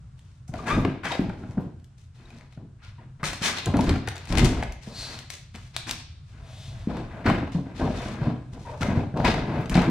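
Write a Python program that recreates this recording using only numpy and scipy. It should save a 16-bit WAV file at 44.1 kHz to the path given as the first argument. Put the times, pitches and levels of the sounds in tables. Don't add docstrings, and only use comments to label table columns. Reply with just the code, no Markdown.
import sys
import numpy as np
from scipy import signal
from scipy.fft import rfft, irfft, next_fast_len
from scipy.io import wavfile
from scipy.ndimage import map_coordinates

SR = 44100
rng = np.random.default_rng(int(sys.argv[2]) if len(sys.argv) > 2 else 0)


def waveform_to_disk(signal):
    frames = np.transpose(np.atleast_2d(signal))
    scaled = np.clip(frames, -1, 1) * 32767
    samples = np.round(scaled).astype(np.int16)
    wavfile.write(sys.argv[1], SR, samples)


N = 436590

# (pitch [Hz], width [Hz], level [dB])
SHELL_MIDDLE = [(446, 250, 2.5), (720, 240, 4), (990, 220, 0)]
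SHELL_UPPER = [(1223, 560, -1), (1570, 440, 2.5), (2164, 756, -2)]
# (frequency [Hz], level [dB])
RASP_TONE = [(1500, -3.5), (2500, 1), (3500, 0), (4300, 0), (5500, -8), (8000, -37), (12000, -60)]
FIZZ_TONE = [(4000, -17), (6000, -2), (9000, -7.5), (12000, -19.5), (15500, -28)]


def amp(db):
    return 10 ** (np.asarray(db) / 20)


def unit(x):
    return x / np.sqrt(np.mean(x ** 2) + 1e-20)


def along(points, hz):
    f, v = np.transpose(points)
    return np.interp(np.log(hz + 1), np.log(f + 1), v)


def wobble(rate):
    return map_coordinates(rng.standard_normal(int(N * rate / SR) + 4), [np.arange(N) * rate / SR])


def filtered(x, response):
    n = x.shape[-1]
    padded = next_fast_len(n + 8192)
    return irfft(rfft(x, padded) * response(np.fft.rfftfreq(padded, 1 / SR)), padded)[..., :n]


def colour(points):
    return lambda hz: amp(along(points, hz))


def resonances(table):
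    return lambda f: sum((-1) ** k * amp(db) * 1j * f * width / (hz * hz - f * f + 1j * f * width)
                         for k, (hz, width, db) in enumerate(table))


def steep_resonances(table):
    low, high = table[0][0], table[-1][0] * 0.55
    return lambda f: resonances(table)(f) * (1j * f / low) / (1 + 1j * f / low) / (1 + 1j * f / high)


def slips(rate, depth_db):
    return rng.standard_normal(N) * amp(depth_db * wobble(rate))


def spread(pair):
    # (frequency [Hz], likeness [0 to 1])
    likeness = [(100, 1), (300, 0.87), (600, 0.66), (1200, 0.13), (2500, 0.62), (5000, .05), (12000, .02)]
    angle = lambda hz: np.arccos(np.clip(along(likeness, hz), -1, 1)) / 2
    mid, side = filtered(pair, lambda hz: np.array([np.cos(angle(hz)), np.sin(angle(hz))]))
    return np.array([mid + side, mid - side])


def panned(x, lr_db):
    return np.array([x * amp(lr_db / 2), x * amp(-lr_db / 2)])


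def strokes(start, rise, hold, *levels_db):
    power = np.zeros((len(levels_db), N + 3 * SR))
    for s, up, on, db in zip(start, np.maximum(rise, .003), hold, np.transpose(levels_db)):
        fade_s = 0.17 + 0.28 * (up + on)
        t = np.arange(round((up + on + 2 * fade_s) * SR)) / SR
        shape = np.minimum(t / up, 1) ** 2 * amp(-30 * np.maximum(t - up - on, 0) / fade_s)
        power[:, round(s * SR):][:, :len(t)] += np.outer(amp(db), shape) ** 2
    return np.sqrt(power[:, :N])


def appliance_hum():
    # (frequency [Hz], level [dB])
    hum_tone = [(12, -41), (20, -8), (40, -11), (54, -2), (70, -5), (90, 4.5), (105, -3), (126, 4.5),
                (147, -5), (205, -19.5), (347, -33), (511, -36.5), (1390, -34.5), (2100, -42.5),
                (3860, -45), (8860, -48.5), (15000, -83)]
    # (time [s], level [dB])
    swell = [(0, -49), (1, -49), (2.1, -51), (3, -48.5), (4.4, -48.5), (5.3, -51), (6.25, -45),
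             (6.75, -43.5), (8.5, -45), (9.9, -47)]
    noise = filtered(rng.standard_normal((2, N)), colour(hum_tone))
    swell_db = np.interp(np.arange(N) / SR, *np.transpose(swell))
    return amp(3 + swell_db + 1.5 * wobble(2.03)) * unit(spread(noise))


def scrapes():
    # (start [s], rise [s], hold [s], level [dB], fizz over rasp [dB], left minus right [dB])
    scrape_strokes = [(0.16, 0.021, 0.18, -69, -2, 4), (0.474, 0.0055, 0.0078, -67, 14, 2),
                      (0.538, 0.003, 0.1, -51, -5, 0), (0.65, 0.027, 0.042, -41.5, 1.5, 3),
                      (1.039, 0.0046, 0.012, -38, -2, 0), (1.093, 0.02, 0.029, -36.5, -15, 6),
                      (1.253, 0.034, 0.25, -63, -2, 4), (1.972, 0.0089, 0.013, -60, 1, 2),
                      (2.115, 0.035, 0.24, -60.5, -6, 3), (2.494, 0.022, 0.018, -63.5, -7, 8),
                      (2.811, 0.03, 0.021, -49, -12.5, 2), (3.232, 0.015, 0.02, -28.5, -1.5, 3),
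                      (3.4, 0.037, 0.029, -24, -3, 3), (3.557, 0.02, 0.013, -28, -15.5, 2.5),
                      (3.628, 0.0072, 0.014, -68, -1, 0), (3.753, 0.091, 0.015, -36.5, -6, 0),
                      (4.06, 0.0056, 0.19, -51, -10.5, 5), (4.262, 0.027, 0.027, -42.5, -3, 5),
                      (4.365, 0.0075, 0.016, -28.5, -9, 11), (4.436, 0.0092, 0.015, -34.5, 0.5, 7.5),
                      (4.578, 0.016, 0.013, -52, -30, 1.5), (4.808, 0.018, 0.0067, -43.5, -3, 4.5),
                      (5.064, 0.033, 0.074, -43.5, -5.5, 2), (5.294, 0.0076, 0.022, -42.5, 1, 1.5),
                      (5.526, 0.019, 0.1, -54.5, -2.5, 3), (5.73, .015, 0.01, -47, -12, 8),
                      (5.765, .003, .008, -41, -12, 6), (5.864, 0.016, 0.014, -37.5, -1, 6),
                      (6.248, .02, 0.13, -61, -6, 3), (6.873, 0.025, 0.1, -49.5, -15, 3),
                      (7.246, 0.015, 0.043, -38, -43, 2), (7.512, 0.011, 0.035, -48, -7, 2.5),
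                      (7.737, 0.026, 0.22, -45.5, -9, 4), (7.926, 0.046, 0.12, -43.5, -5.5, 2.5),
                      (8.169, 0.025, 0.096, -50.5, -18, 4), (8.506, 0.024, 0.27, -58.5, -2, 2),
                      (8.807, 0.003, 0.013, -39.5, -4, 2), (8.943, 0.018, 0.027, -50, -8, 5),
                      (9.165, 0.0098, 0.031, -42.5, -14, 3), (9.244, 0.0033, 0.032, -25, -14.5, 3),
                      (9.39, 0.076, 0.19, -56, -20, -4), (9.692, 0.0039, 0.0065, -56.5, 17, 1),
                      (9.74, 0.0028, 0.027, -30, -13.5, 2.5)]
    *timing, level_db, fizz_db, lr_db = np.transpose(scrape_strokes)
    shared = 0.33
    noise = np.sqrt(shared) * rng.standard_normal(N) + np.sqrt(1 - shared) * rng.standard_normal((2, N))
    rough = noise * amp(2.07 * wobble(250) + 1.8 * wobble(35))
    rasp = unit(filtered(rough, colour(RASP_TONE)))
    fizz = unit(filtered(rough, colour(FIZZ_TONE)))
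    left_db, right_db = level_db + lr_db / 2, level_db - lr_db / 2
    gain = strokes(*timing, left_db, right_db, left_db + fizz_db, right_db + fizz_db)
    return amp(-4.5) * (gain[:2] * rasp + gain[2:] * fizz)


def ticks():
    # (time [s], level [dB], dull part [dB], left minus right [dB], ringing [dB])
    tick_events = [(0.193, -49.5, -21, 3.0, -20), (0.4805, -56, -7, 7, -5), (0.5393, -45, -1, 12, 11),
                   (0.6699, -36, 12.5, 0, -19), (0.85, -28.5, 8, 7, -10), (1.0474, -38, -2, 5, -9),
                   (1.055, -26.5, 4, 6.5, -7), (1.1216, -25, 6, 3, -3), (1.295, -42, 9, 5, 0),
                   (1.51, -46, -6, 1, -5), (1.7988, -59, -20, -1.0, -13), (1.844, -49, -31, 5, -21),
                   (2.157, -57, -9, 3.5, -4), (2.2095, -61, -9, 2.5, -4), (2.2553, -59, -6, 4.0, -4),
                   (2.3044, -48, 4, 3.0, 2), (2.3855, -47, -8, 5, -13), (2.41, -47, -0.5, 4, -10),
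                   (2.5258, -49.5, 0, 1, 0), (3.2309, -28, 2.5, -1, -6), (3.2404, -25, 0, 6, 3),
                   (3.3319, -22.5, -7, 1.5, 2), (3.4281, -28, -15, 7, -4), (3.5856, -25, -6, 3, 4),
                   (3.6588, -24, -24, -1, -15), (3.7404, -34, 12, 1.5, -12), (3.7694, -25.5, -18, 3, -8),
                   (3.7906, -32, 7, 7, -5), (3.8093, -24, -13, 2, -13), (3.8146, -34, 3, 1.0, -12),
                   (3.8418, -32, -12, 0, -13), (3.8935, -17, -3.5, 3, -12), (3.9394, -33.5, 8, -3, -3),
                   (3.9594, -29, 6.5, 2, -6), (4.075, -23.5, 7, 7, -4), (4.0864, -21.5, -10, 3, -2),
                   (4.1576, -33, -10, 5, -14), (4.1662, -34, -12, 6, -5), (4.18, -33, -20, 7, -9),
                   (4.2547, -39, -14, 8, 0), (4.2732, -39, -5, 5, 2.5), (4.3041, -34, 3, 8.5, -10),
                   (4.3246, -24.5, -9, 17.5, -15), (4.3539, -27, -15, 9, -6), (4.375, -21, -14, 12, -14),
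                   (4.3829, -23, -11, 18, 3), (4.3849, -23, -19, 14, 6.5), (4.3946, -22, 2, 13, 1),
                   (4.4471, -19, -20, 14, -3), (4.4555, -21, -22, 6, -4.5), (4.626, -25.5, 8.5, 2, -6),
                   (4.635, -28.5, -1, 6, -2.5), (4.7229, -33.5, -33, 2, -14), (5.1894, -31, -16, 7, -5.5),
                   (5.3029, -25.5, -31, 10, -6.5), (5.5513, -35.5, 0.5, 4, -2), (5.5584, -32.5, -9, 3, -8),
                   (5.765, -17, -20, 3.5, -4.5), (5.8711, -34, -13, 3.5, -5), (5.894, -21, -13, 5, -19),
                   (5.911, -16, -22, 2, -8), (6.9053, -50, 13, -3, -14), (6.9702, -34, 3.5, 2.5, -6),
                   (7.2622, -24, 5.5, 1, -6), (7.2643, -42, 7, 3.0, -7), (7.3001, -27.5, 11.5, 4, 1),
                   (7.3514, -45, 16, 2.0, 4.5), (7.5198, -41, 1, 1, -6), (7.8154, -54, 7, 8, 6),
                   (7.9872, -45, -3, 3, -10), (8.2043, -53, 3, 4.5, -2), (8.533, -47.5, 0, 6, -11),
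                   (8.8173, -25, 5, 5, -13), (8.8314, -27.5, 1.5, 7, 3.5), (8.8674, -35, 5, 4, -2),
                   (8.9694, -48, 10, 3.0, -9), (9.1723, -36, 3, 2.5, -1), (9.1997, -38, 17, 5, -11),
                   (9.2505, -27, 12, 4.5, 8), (9.262, -30.5, 8, -8, -14), (9.341, -26, 4.5, 2.5, -3),
                   (9.6581, -34, -3, 6, -1), (9.6966, -24.5, -15, 4, -11), (9.7542, -21.5, 7, 5, -2),
                   (9.7694, -25.5, 8, 6, -2), (9.8194, -28, -14, 0, -18)]
    # (pitch [Hz], level [dB], time to fade 60 dB [s])
    trim_notes = [(1020, -6, .014), (1640, -5, .012), (2120, -3, .01), (2520, -1, .01), (3000, -2, .009),
                  (3800, 0, .009), (4500, -1, .008), (5900, -4, .007), (7500, -6, .006), (9400, -8, .005)]
    # (frequency [Hz], level [dB])
    crack_tone = [(800, -17.5), (2000, -6.5), (4000, -5.5), (7000, -13), (10000, -24.5), (15500, -59)]
    treble_tone = [(4000, -41), (8000, -23.5), (12000, -27), (15500, -40)]
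    crack, treble, dull, ring = np.zeros((4, 2, N + SR))
    t, ring_t = np.arange(SR // 50) / SR, np.arange(SR // 40) / SR
    hz, trim_db, fade_s = np.transpose(trim_notes)[..., None]
    for s, db, dull_db, lr_db, ring_db in tick_events:
        at = round(s * SR)
        level_luck, pitch_luck = rng.standard_normal((2, len(trim_notes), 1))
        snap, rattle = amp(db + 5 - 60 * t / 0.0015), amp(db + 3 - 60 * t / 0.027)
        burst = panned((snap + rattle) * rng.standard_normal(len(t)), lr_db)
        crack[:, at:][:, :len(t)] += burst
        treble[:, at:][:, :len(t)] += amp(-0.34 * dull_db) * burst
        dull[:, at:][:, :len(t)] += amp(dull_db + 7) * burst
        fading = amp(trim_db + 2.5 * level_luck - 60 * ring_t / fade_s)
        tones = fading * np.sin(2 * np.pi * hz * (1 + 0.021 * pitch_luck) * ring_t)
        ring[:, at:][:, :len(ring_t)] += panned(amp(db + ring_db - 9.5) * tones.sum(0), lr_db)
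    sharp = filtered(crack[:, :N], colour(crack_tone)) + filtered(treble[:, :N], colour(treble_tone))
    knock = filtered(dull[:, :N], steep_resonances(SHELL_MIDDLE[1:] + SHELL_UPPER))
    return sharp + knock + ring[:, :N]


def squeaks():
    # (start [s], rise [s], hold [s], level [dB], pitch [Hz], climb [share/s], brightness [dB/overtone])
    squeak_events = [(0.481, .006, .008, -58, 730, .4, 0), (0.537, 0.0049, .0039, -36.5, 737, -0.5, -3),
                     (0.589, 0.0018, 0.0037, -39, 1190, 1, -7), (0.674, 0.0034, 0.019, -37, 716, 30.5, 1.5),
                     (0.668, 0.011, 0.028, -41, 1614, .4, -3), (0.7, 0.0037, 0.024, -29.5, 1127, 3, 1),
                     (0.737, .004, 0.016, -39.5, 1204, .4, 5), (0.775, .0065, .01, -39, 1156, -0.5, -2),
                     (1.051, .0067, 0.014, -40.5, 1637, -0.4, 4),
                     (1.104, .0035, 0.0067, -35.5, 950, 0.7, -2), (2.823, .006, .03, -63, 1420, -.3, -6),
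                     (2.981, 0.0034, 0.011, -57, 977, -1, 0), (8.647, .009, 0.024, -47.5, 942, -1.2, -8),
                     (8.681, 0.0071, 0.0097, -44, 945, 0.9, -16), (8.717, .005, .035, -46, 616, -0.7, -6),
                     (9.247, .0035, 0.018, -27, 978, -0.5, 0)]
    harmonics_db, fade_s = [5, -5, -14.5, -27, -37], 0.021
    out, t = np.zeros(N + SR), np.arange(SR // 5) / SR
    waver = 0.0302 * wobble(150)
    for s, rise, hold, db, hz, climb, bright_db in squeak_events:
        at = round(s * SR)
        phase = 2 * np.pi * hz * np.cumsum(1 + climb * t + waver[at:][:len(t)]) / SR
        tone = sum(amp(level + k * bright_db) * np.sin((k + 1) * phase)
                   for k, level in enumerate(harmonics_db))
        loudness = np.minimum(t / rise, 1) * amp(db - 30 * np.maximum(t - rise - hold, 0) / fade_s)
        out[at:][:len(t)] += loudness * tone
    return panned(out[:N], lr_db=4)


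def shell_flexing():
    # (start [s], rise [s], hold [s], boom [dB], deep heave over boom [dB], rubbing [dB],
    #  upper resonances over rubbing [dB])
    pulls = [(0.484, 0.039, 0.035, -37, 3.5, -51, -10), (0.533, 0.0028, 0.1, -31, -17, -40.5, -8.5),
             (0.641, 0.038, 0.045, -25, -24, -31.5, 3), (0.702, 0.034, 0.048, -18.5, -6.5, -29.5, -17),
             (0.841, 0.0053, 0.057, -26.5, -17, -35, -7), (1.03, 0.0065, 0.038, -32, -15, -37, 9),
             (1.104, 0.0097, 0.03, -38, -11, -29, -5.5), (1.188, 0.0095, 0.065, -30, -5, -40, -17),
             (1.286, 0.013, 0.22, -34, -9, -47.5, -10), (1.569, 0.0037, 0.01, -22, -31, -34.5, -40),
             (2.117, 0.079, 0.22, -48.5, -2, -57.5, 0), (2.563, 0.0067, 0.027, -38, -20, -55, -21),
             (2.762, 0.06, 0.048, -74, -8, -65.5, 12), (2.977, 0.0087, 0.044, -45, -15, -56.5, -1),
             (3.187, 0.012, .02, -46, 1, -52.5, 0), (3.228, 0.0072, 0.036, -34, -2, -37.5, 7.5),
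             (3.39, 0.061, 0.05, -32.5, -26, -36.5, 9), (3.655, 0.011, 0.013, -22, -20, -27, -25),
             (3.733, 0.0067, 0.076, -17.5, -11, -25.5, -13), (3.833, 0.054, 0.0091, -11.5, -6.5, -31.5, 2),
             (4.046, 0.022, 0.14, -59, -11, -53, 7.5), (4.14, 0.0088, 0.012, -53, -10, -41.5, -15),
             (4.265, 0.068, 0.023, -18, 3.5, -29, -5), (4.34, 0.052, 0.067, -16.5, 3.5, -27.5, -5),
             (4.487, 0.045, 0.089, -31, 8, -36, -8), (4.852, 0.021, 0.15, -50.5, 8, -47.5, -7),
             (4.97, 0.12, 0.048, -42.5, 0, -45.5, 3.5), (5.539, 0.0053, 0.013, -48.5, 10, -54, 7),
             (5.856, 0.021, 0.016, -36.5, -5, -43, 7), (6.234, 0.14, 0.16, -52, 1, -56, 0.5),
             (6.58, 0.19, 0.33, -49, 10, -60, 5.5), (6.874, 0.011, 0.11, -28, -21, -34.5, -11.5),
             (7.04, 0.084, 0.017, -53, -10, -46.5, 1), (7.12, 0.012, 0.14, -39, -21, -41, -8.5),
             (7.229, 0.041, 0.025, -12.5, -14, -24, 0), (7.363, 0.02, 0.054, -29, -11, -35.5, -7),
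             (7.539, 0.011, 0.013, -21, -20, -35.5, -20), (7.638, 0.02, 0.27, -37.5, -12, -47, -4.5),
             (7.794, 0.017, 0.052, -19.5, -9.5, -26.5, -13.5), (7.914, .03, 0.14, -40.5, 4.5, -37.5, -4.5),
             (8.034, 0.047, 0.13, -32, -11, -42, -1.5), (8.183, 0.045, 0.054, -21.5, -11, -31, -10.5),
             (8.497, 0.048, 0.035, -36, -13, -44.5, -12.5), (8.636, 0.035, 0.058, -41, -6, -38.5, -8.5),
             (8.796, 0.014, 0.11, -24.5, -6, -30.5, -6.5), (8.937, 0.026, 0.02, -19.5, -24, -28.5, -10.5),
             (9.134, 0.032, 0.13, -20.5, -9, -25.5, -23), (9.241, 0.0041, 0.026, -22, 1, -27.5, 4),
             (9.31, 0.028, 0.2, -20.5, -14, -33, -7), (9.515, 0.027, 0.052, -22, -14, -30, -7),
             (9.698, 0.023, 0.055, -25, 1, -31.5, 0), (9.749, 0.0036, 0.086, -15, -14, -24.5, -4.5)]
    # (pitch [Hz], width [Hz], level [dB])
    shell_low = [(90.4, 25.6, 0.5), (151.3, 52.5, 0), (233, 56, 1.5), (341, 120, -5)]
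    # (frequency [Hz], level [dB])
    heave_tone = [(12, -29), (24, -8), (40, -0.5), (60, -0.5), (90, -5), (150, -77)]
    *timing, boom_db, heave_db, rub_db, upper_db = np.transpose(pulls)
    boom = unit(filtered(slips(30, depth_db=3), steep_resonances(shell_low)))
    heave = unit(filtered(rng.standard_normal(N), colour(heave_tone)))
    jerks = slips(130, depth_db=2.5)
    side_jerks = 0.68 * np.array([slips(130, depth_db=2.5), slips(130, depth_db=5.5)])
    rub = unit(filtered(jerks, steep_resonances(SHELL_MIDDLE)))
    upper = unit(filtered(jerks + side_jerks, steep_resonances(SHELL_UPPER)))
    boom_gain, heave_gain = strokes(*timing, boom_db, boom_db + heave_db)
    rub_gain, upper_gain = strokes(*timing, rub_db, rub_db + upper_db)
    bending = panned(boom_gain * boom + heave_gain * heave, lr_db=0.5)
    rubbing = panned(rub_gain * rub, lr_db=2.5) + panned(upper_gain, lr_db=4) * upper
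    return amp(-4) * bending + amp(-4.5) * rubbing


def thunks():
    # (time [s], level [dB], pitch [Hz], higher resonances [dB])
    thunk_events = [(0.492, -24, 136, -17), (0.849, -13, 281, 0.5), (0.54, -29, 244, 5),
                    (0.929, -39, 169, -14), (1.112, -26, 280, -8), (1.1931, -9, 232, -19),
                    (1.217, -15.5, 171, -25), (1.286, -23, 172, -26), (1.297, -29.5, 244, 9.5),
                    (1.434, -27, 203, 0.5), (1.49, -28.5, 125.7, -27), (1.577, -17, 202, -11),
                    (2.573, -27, 131, -8), (2.878, -35, 98, -16), (3.23, -22, 151, -2),
                    (3.415, -23.5, 173, -2), (3.668, -15, 113, -1.5), (3.742, -10, 275, -6),
                    (3.788, -13, 200, -14), (4.076, -23, 94.5, 1.5), (4.303, -20.5, 163, -23),
                    (4.873, -27, 198, -23), (5.545, -36, 200, -6), (5.89, -31.5, 250, -11),
                    (6.597, -38.5, 120, -29), (6.678, -28.5, 116, -23), (6.872, -13, 225.6, -33),
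                    (7.134, -33, 117, -6), (7.256, -14, 230, -22), (7.43, -15, 253, -13),
                    (7.55, -13.5, 164, -16), (7.591, -21.5, 175, -27), (7.667, -27, 246, -3),
                    (7.795, -22, 248, 4), (7.815, -16, 270, -6), (7.841, -22, 234, -10),
                    (8.058, -21.5, 237, -3), (8.214, -21, 160, -3), (8.269, -13.5, 129, -28),
                    (8.527, -30, 117, -16), (8.818, -21, 203, -5), (8.8305, -18, 119, -4),
                    (8.884, -12.5, 213, -16), (8.902, -19, 129, -20), (8.971, -9.5, 118, -18),
                    (9.139, -19, 151, -12), (9.174, -25, 191, -3), (9.199, -13.5, 150, -1.5),
                    (9.25, -17, 200, 3.5), (9.38, -21, 121, 4), (9.699, -20, 184, -19),
                    (9.753, -9, 161, -12), (9.776, -6, 170, -8)]
    build_cycles, swing_cycles, ring_cycles = 0.53, 0.74, 8.3
    panel, jolts = np.zeros((2, N + SR))
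    t = np.arange(SR // 4) / SR
    for s, db, hz, upper_db in thunk_events:
        at, cycles = round(s * SR), t * hz
        phase = 2 * np.pi * cycles
        ringing = amp(-60 * cycles / ring_cycles) * (np.sin(phase) + 0.3 * np.sin(1.5 * phase))
        swing = amp(10.5) * np.exp(-cycles / swing_cycles) * np.sin(phase)
        onset = 1 - np.exp(-(cycles / build_cycles) ** 2)
        panel[at:][:len(t)] += amp(db - 5) * (ringing + swing) * onset
        jolt = amp(db + upper_db + 10.5 - 60 * t / 0.022) * (1 - np.exp(-t / 0.0011))
        jolts[at:][:len(t)] += jolt * rng.standard_normal(len(t))
    jarred = filtered(jolts[:N], steep_resonances(SHELL_MIDDLE + SHELL_UPPER[:2]))
    return panned(panel[:N] + jarred, lr_db=0.4)


def pings():
    # (time [s], level [dB], pitch [Hz], time to fade 60 dB [s])
    ping_events = [(0.541, -32, 740, .03), (0.8505, -14, 404, .035), (0.85, -19, 780, .02),
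                   (0.85, -18, 1100, 0.017), (1.116, -34, 3790, 0.19), (1.118, -38, 3150, .1),
                   (1.576, -27, 620, 0.033), (2.254, -53, 3800, .06), (2.303, -53, 2450, .08),
                   (3.231, -19, 1200, 0.016), (3.6585, -14.5, 6950, 0.0086), (3.742, -19, 567, 0.034),
                   (3.791, -16, 890, .03), (5.911, -16, 3800, 0.012), (7.135, -34, 720, 0.036),
                   (7.268, -33, 4330, 0.037), (7.274, -22, 1500, .04), (7.299, -17, 1080, .03),
                   (7.299, -30, 3030, .06), (7.349, -33, 3000, .04), (7.427, -23.5, 850, 0.033),
                   (7.667, -33, 710, .04), (7.816, -19, 620, .035), (7.985, -40, 3600, .08),
                   (8.822, -25.5, 1365, 0.056), (9.173, -27, 800, .03), (9.199, -19, 790, .03),
                   (9.251, -26, 2090, 0.044), (9.252, -25, 2510, .06), (9.262, -31, 1460, .05)]
    out, t = np.zeros(N + SR), np.arange(SR // 5) / SR
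    onset = 1 - np.exp(-t / 0.0011)
    for s, db, hz, fade_s in ping_events:
        phase = 2 * np.pi * hz * t
        note = np.sin(phase) + 0.54 * np.sin(1.015 * phase + rng.uniform(0, 2 * np.pi))
        out[round(s * SR):][:len(t)] += amp(db - 60 * t / fade_s) * onset * note
    return panned(out[:N], lr_db=5)


def slides():
    # (start [s], rise [s], hold [s], level [dB], resonance [Hz], width [Hz], resonance strength [dB])
    slide_strokes = [(4.845, 0.15, 0.07, -38, 4280, 704, 14), (4.858, .012, 0.043, -50.5, 517, 250, 28),
                     (6.338, 0.2, 0.22, -53.5, 3500, 1530, 7), (6.366, 0.046, 0.49, -59, 660, 249, 27)]
    out = np.zeros(N)
    hiss = lambda f: colour(RASP_TONE)(f) + amp(5.5) * colour(FIZZ_TONE)(f)
    for s, rise, hold, db, hz, width, peak_db in slide_strokes:
        tone = lambda f: hiss(f) + amp(peak_db) * abs(resonances([(hz, width, 0)])(f)) ** 2
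        out += strokes([s], [rise], [hold], [db])[0] * unit(filtered(slips(20, depth_db=2), tone))
    return panned(out, lr_db=3)


def hollow(hz):
    # (pitch [Hz], width [Hz], level [dB])
    hollow_notes = [(672, 57, -9.5), (1034, 99, -8), (1201, 58, -13), (1648, 110, -4), (2014, 130, -10),
                    (2550, 82, -4.5), (3090, 45, -9), (3597, 92, -2), (4134, 84, -5), (4820, 60, -9.5),
                    (5250, 66, -6.5)]
    return 1 + sum(resonances([row])(hz) for row in hollow_notes)


def garage_echo(x):
    # (frequency [Hz], time to fade 60 dB [s])
    wall_fade = [(60, 0.36), (250, 0.55), (1000, 0.48), (4000, 0.69), (12000, 0.2)]
    out, step, delay = np.zeros((2, N + 2 * SR)), SR * 2 // 5, 220
    for at in range(0, N, step):
        hz, t, spectrum = signal.stft(rng.standard_normal((2, SR * 2 // 3)), SR, nperseg=256)
        fading = amp(-60 * t / along(wall_fade, hz)[:, None])
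        tail = spread(signal.istft(spectrum * fading, SR, nperseg=256)[1])
        echo = signal.fftconvolve(x[None, at:at + step], tail / np.linalg.norm(tail[0]), axes=1)
        out[:, at + delay:][:, :echo.shape[1]] += echo
    return out[:, :N]


def scene():
    drawn_out = amp(-1.5) * filtered(shell_flexing() + scrapes() + slides(), hollow)
    hits = thunks() + ticks() + squeaks()
    echo = garage_echo(amp(-8.5) * drawn_out.mean(0) + amp(-5) * hits.mean(0))
    direct = drawn_out + amp(1) * (hits + pings())
    lag_s, lag_top_hz = 3e-5, 7900
    left_lag = lambda hz: np.exp(np.outer([-1j, 1j], np.pi * np.minimum(hz, lag_top_hz) * lag_s))
    return filtered(direct, left_lag) + echo + appliance_hum()


def record(dry):
    # (frequency [Hz], left minus right [dB])
    shade = [(6000, 0.5), (9000, 0), (13000, -4.5)]
    top_hz = 15850
    return filtered(dry, lambda hz: panned(hz < top_hz, along(shade, hz)))


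dry = scene()
out = record(dry)
waveform_to_disk(out)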